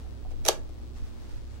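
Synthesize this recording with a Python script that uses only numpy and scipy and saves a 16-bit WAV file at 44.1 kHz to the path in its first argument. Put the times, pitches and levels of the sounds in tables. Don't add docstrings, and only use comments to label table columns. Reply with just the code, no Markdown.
import sys
import numpy as np
from scipy import signal
from scipy.fft import rfft, irfft, next_fast_len
from scipy.io import wavfile
from scipy.ndimage import uniform_filter1d, map_coordinates

SR = 44100
rng = np.random.default_rng(int(sys.argv[2]) if len(sys.argv) > 2 else 0)


def nominal_scale(level):
    x = np.asarray(level, float) / 20
    return 10 ** x


def bounce(signal):
    frames = np.transpose(np.atleast_2d(signal))
    limited = np.clip(frames, -1, 1)
    pcm = np.round(limited * 32767).astype(np.int16)
    wavfile.write(sys.argv[1], SR, pcm)


N = 70560
T = np.arange(N) / SR

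# hz, density_db_per_hz
AIR_SPECTRUM = [(100, 2), (170, -13.5), (300, -9), (420, -15.5), (620, -20), (1900, -32), (5000, -37.5),
                (15700, -50.5)]
# hz, density_db_per_hz
RUMBLE_SPECTRUM = [(20, 10), (30, -0.5), (42, -2), (65, -10), (90, -17), (130, -51)]
# time_s, level_db
RUMBLE_LEVEL = [(0.0, -47), (0.08, -34.5), (0.196, -54), (0.218, -34.5), (0.582, -37.5), (0.762, -43),
                (0.788, -40), (0.934, -45), (1.038, -33.5), (1.09, -46), (1.322, -46), (1.344, -31.5),
                (1.398, -40.5), (1.6, -48)]
# centre_hz, width_hz, level_db
WHINE_BANDS = [(7930, 70, -83.5), (15735, 40, -82)]
# pitch_hz, rms_db, left_over_right_db
HUM_TONES = [(64.24, -45.5, -6), (94.5, -56.5, 3), (118.3, -68.5, 8), (172.9, -68.5, -6), (237, -62.5, 1),
             (311.5, -68.5, -10), (358, -71, -11.5), (415, -72, 0), (561, -74.5, 0)]
# top_s, half_length_s, level_db
SLEEVE_SWELLS = [
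    (.0, 0.038, -62.5),
    (0.317, 0.01, -59.5),
    (0.974, 0.018, -58),
    (1.058, 0.045, -59.5),
    (1.252, 0.072, -62.5),
    (1.352, 0.051, -63.5),
    (1.43, 0.034, -71.5),
    (1.544, 0.044, -61),
]
# hz, density_db_per_hz
CLOTH_SPECTRUM = [(300, -16), (800, 5), (1500, 2.5), (3000, -1.5), (6000, -4), (9000, -10), (15000, -21.5)]
# start_s, snap_peak_db, boom_over_snap_db, snap_t60_s, left_over_right_db
CATCH_CONTACTS = [(0.443, -51, 2, 0.04, 1), (0.4505, -27.5, 3.5, 0.028, -5.5), (0.4611, -24, 3, 0.026, -1),
                  (0.466, -30.5, 11, 0.032, 9), (.4760, -30.5, 8, 0.042, -6),
                  (0.4817, -17.5, -1, 0.017, -11), (.4853, -6, 3, 0.015, 2), (.4930, -21.5, 4.5, 0.02, 3),
                  (0.305, -56, 16, 0.012, 9), (.313, -58, 20.5, 0.017, 0), (.69, -63, 23.5, .08, 11),
                  (.962, -59, 17, 0.033, 2)]
# start_s, peak_db, pitch_hz, t60_s
FINGER_TOUCHES = [
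    (.250, -39.5, 750, 0.013),
    (.258, -43, 710, 0.029),
    (.266, -47.5, 740, 0.043),
    (.330, -46, 480, 0.053),
    (.045, -59.5, 755, 0.18),
]
# pitch_hz, level_db, t60_s, left_over_right_db
CASE_MODES = [(342.5, -9.5, 0.078, 17), (378.3, -4, 0.073, -5.5), (452.4, -3, 0.093, 7),
              (525, -4.5, 0.036, 10.5), (611.6, 0.5, 0.033, 2.5), (684.7, 1.5, 0.024, 7.5),
              (764, -0.5, 0.029, 3.5), (863, -8, 0.024, 13), (1047, -15, 0.035, -1),
              (1166, -13.5, 0.037, 2), (1280, -13.5, 0.028, 1), (2301, -16.5, 0.019, -10.5)]
# centre_hz, width_hz, level_db
PANEL_MODES = [(2480, 800, -19.5), (3955, 167, -0.5), (4960, 100, -9.5), (6000, 440, 1), (8800, 500, -17),
               (10830, 880, -7)]
# hz, level_db
SNAP_SPECTRUM = [(300, -10), (800, -12), (1500, -3), (3000, -1.5), (4800, -1.5), (8000, -5), (14000, -12),
                 (16200, -38)]
# hz, left_over_right_db
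SNAP_LEAN = [(500, -16.5), (1200, -9), (2500, 1), (6000, -6), (9000, 3.5), (15000, 3)]
# hz, t60_s
ROOM_DECAY = [(300, 0.37), (1000, 0.27), (4000, 0.17), (8000, 0.2), (14000, 0.16)]
# hz, level_db
ROOM_TINT = [(300, -2.5), (800, -5), (1600, 2.5), (5000, -0.5), (10000, -2.5), (15000, -5)]

AIR_DB, RUMBLE_OPPOSED = -55.5, 0.22
HUM_SWAY_DB, HUM_DRIFT_RAD = 1, 1.014
MAINS_HZ, MAINS_FIRST_S = 59.96, .00062
BUZZ_DB, BUZZ_HZ, BUZZ_WIDTH_HZ, BUZZ_SCATTER_DB = -41.5, 4020, 4340, 1.4
SNAP_RISE_S, BOOM_LAG_S, BOOM_RISE_S = .00035, .0007, .0008
SNAP_ALIKE = 0.36
TREBLE_FADES = 1.4
PANEL_DB, PANEL_TO_ROOM, CASE_LOW_HZ = 9, 0.58, 281
ROOM_DB, ROOM_GAP_S = -8, .005
STEADY_TOP_HZ, SNAP_TOP_HZ = 15850, 16150


def unit(x):
    return x / np.sqrt(np.mean(x ** 2, axis=-1, keepdims=True) + 1e-20)


def along(points, hz):
    f, v = np.transpose(points)
    return np.interp(np.log(hz + 1), np.log(f + 1), v)


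def curve(rows):
    return np.interp(T, *np.transpose(rows))


def sides(db):
    return nominal_scale(np.multiply.outer([.5, -.5], db))


def wobble(rate_hz):
    knots = rng.standard_normal((2, int(N * rate_hz / SR) + 4))
    return np.array([map_coordinates(k, [T * rate_hz]) for k in knots])


def filtered(x, response):
    m = next_fast_len(N + SR // 2)
    return irfft(rfft(x, m) * response(np.fft.rfftfreq(m, 1 / SR)), m)[..., :N]


def peak(f, hz, width_hz):
    return 1j * f * width_hz / (hz * hz - f * f + 1j * f * width_hz)


def noise(spectrum):
    first_hz, first_db = spectrum[0]
    closed = [(first_hz * .5, first_db - 40)] + list(spectrum)
    return unit(filtered(rng.standard_normal((2, N)), lambda f: nominal_scale(along(closed, f))))


def whine():
    total = 0
    for hz, width_hz, db in WHINE_BANDS:
        hiss = rng.standard_normal((2, N))
        total = total + nominal_scale(db) * unit(filtered(hiss, lambda f: peak(f, hz, width_hz) ** 2))
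    return total


def air():
    rumble_level = nominal_scale(curve(RUMBLE_LEVEL) + 0.5 + 0.37 * wobble(2.8))
    rumble = rumble_level * noise(list(RUMBLE_SPECTRUM) + [(200, -68.5)])
    hiss = nominal_scale(AIR_DB + 5.5 + 1.5 * wobble(6.24)) * noise(AIR_SPECTRUM)
    return hiss + rumble - RUMBLE_OPPOSED * rumble[::-1] + whine()


def hum():
    total = np.zeros((2, N))
    for hz, db, lean_db in HUM_TONES:
        level = nominal_scale(db + 5 + HUM_SWAY_DB * wobble(5)) * sides(lean_db)[:, None]
        phase = 2 * np.pi * hz * T + HUM_DRIFT_RAD * wobble(6) + [[0], [1.9]]
        total += level * np.sin(phase)
    return total


def buzz():
    k = np.arange(int(2 * MAINS_HZ * N / SR))
    at = np.round((MAINS_FIRST_S + k / MAINS_HZ / 2) * SR).astype(int)
    spikes = np.zeros(N)
    spikes[at] = (-1.) ** k * nominal_scale(BUZZ_SCATTER_DB * rng.standard_normal(len(k)))

    def cable(f):
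        return peak(f, BUZZ_HZ, BUZZ_WIDTH_HZ) ** 2 * peak(f, 0.62 * BUZZ_HZ, 2 * BUZZ_WIDTH_HZ)

    left = filtered(spikes, cable)
    return nominal_scale(BUZZ_DB + 10.5) * np.array([left, 0 * left])


def sleeves():
    swell = sum(nominal_scale(db) * np.exp(-.5 * ((T - s) / half_s) ** 2) for s, half_s, db in SLEEVE_SWELLS)
    return swell * nominal_scale(0.88 * wobble(40) + 0.78 * wobble(330)) * noise(CLOTH_SPECTRUM)


def ring(t, hz, t60_s, phase):
    return nominal_scale(-60 * t / t60_s) * np.sin(2 * np.pi * hz * t + phase) * (1 - np.exp(-t / BOOM_RISE_S))


def snap(t, db, t60_s, lean_db):
    grit = rng.standard_normal((3, len(t)))
    grit = SNAP_ALIKE * grit[0] + np.sqrt(1 - SNAP_ALIKE ** 2) * grit[1:]
    dull = uniform_filter1d(grit, size=3, axis=1)
    grit = dull + (grit - dull) * nominal_scale(-60 * (TREBLE_FADES - 1) * t / t60_s)
    envelope = nominal_scale(db + 3 - 60 * t / t60_s) * (1 - np.exp(-t / SNAP_RISE_S))
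    return envelope * sides(lean_db)[:, None] * grit


def case_boom(t, db):
    late = np.maximum(t - BOOM_LAG_S, 0)
    total = np.zeros((2, len(t)))
    for k, (hz, mode_db, t60_s, side_db) in enumerate(CASE_MODES):
        scatter, left, right = rng.standard_normal(3)
        phase = np.pi * k + 0.36 * np.array([[left], [right]])
        total += nominal_scale(db - 13 + mode_db + 1.6 * scatter) * sides(side_db) [:, None] * ring(late, hz, t60_s, phase) \
            if np.ndim(side_db) == 0 else 0
    return total


def panel_response(f):
    total = 0
    for k, (hz, width_hz, db) in enumerate(PANEL_MODES):
        total = total + (-1) ** k * nominal_scale(db + PANEL_DB) * peak(f, hz, width_hz)
    return total


def door():
    snaps, boom = np.zeros((2, N + SR)), np.zeros((2, N + SR))
    t = np.arange(SR // 4) / SR
    for s, db, boom_db, t60_s, lean_db in CATCH_CONTACTS:
        at = slice(round(s * SR), round(s * SR) + len(t))
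        snaps[:, at] += snap(t, db, t60_s, lean_db)
        boom[:, at] += case_boom(t, db + boom_db)
    for s, db, hz, t60_s in FINGER_TOUCHES:
        at = slice(round(s * SR), round(s * SR) + len(t))
        boom[:, at] += nominal_scale(db) * ring(t, hz, t60_s, 0)
    leaning = filtered(snaps[:, :N], lambda f: sides(along(SNAP_LEAN, f)))
    broad = filtered(snaps[:, :N], lambda f: sides(along(SNAP_LEAN, f)) * nominal_scale(along(SNAP_SPECTRUM, f)))
    panel = filtered(snaps[:, :N], lambda f: sides(along(SNAP_LEAN, f)) * panel_response(f))
    rest = broad + filtered(boom[:, :N], lambda f: (1j * f / (CASE_LOW_HZ + 1j * f)) ** 4 * 1.83)
    return rest + panel, rest + PANEL_TO_ROOM * panel


def room(x):
    hz, t, z = signal.stft(rng.standard_normal((2, SR // 2)), SR, nperseg=256)
    fade = nominal_scale(-60 * t / along(ROOM_DECAY, hz)[:, None])
    tail = signal.istft(z * fade, SR, nperseg=256)[1]
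    tinted = filtered(x, lambda f: nominal_scale(along(ROOM_TINT, f)))
    late = np.pad(tinted, ((0, 0), (round(ROOM_GAP_S * SR), 0)))
    return nominal_scale(ROOM_DB) * signal.fftconvolve(late, tail / np.linalg.norm(tail[0]), axes=1)[:, :N]


def scene():
    steady = filtered(air() + hum() + buzz() + sleeves(), lambda f: f < STEADY_TOP_HZ)
    direct, feed = door()
    shut = direct + room(feed)
    return steady + filtered(shut, lambda f: f < SNAP_TOP_HZ)


def band_limit(x):
    return signal.sosfilt(signal.butter(12, 16460, fs=SR, output="sos"), x)


def record(dry):
    return band_limit(dry)


dry = scene()
out = record(dry)
bounce(out)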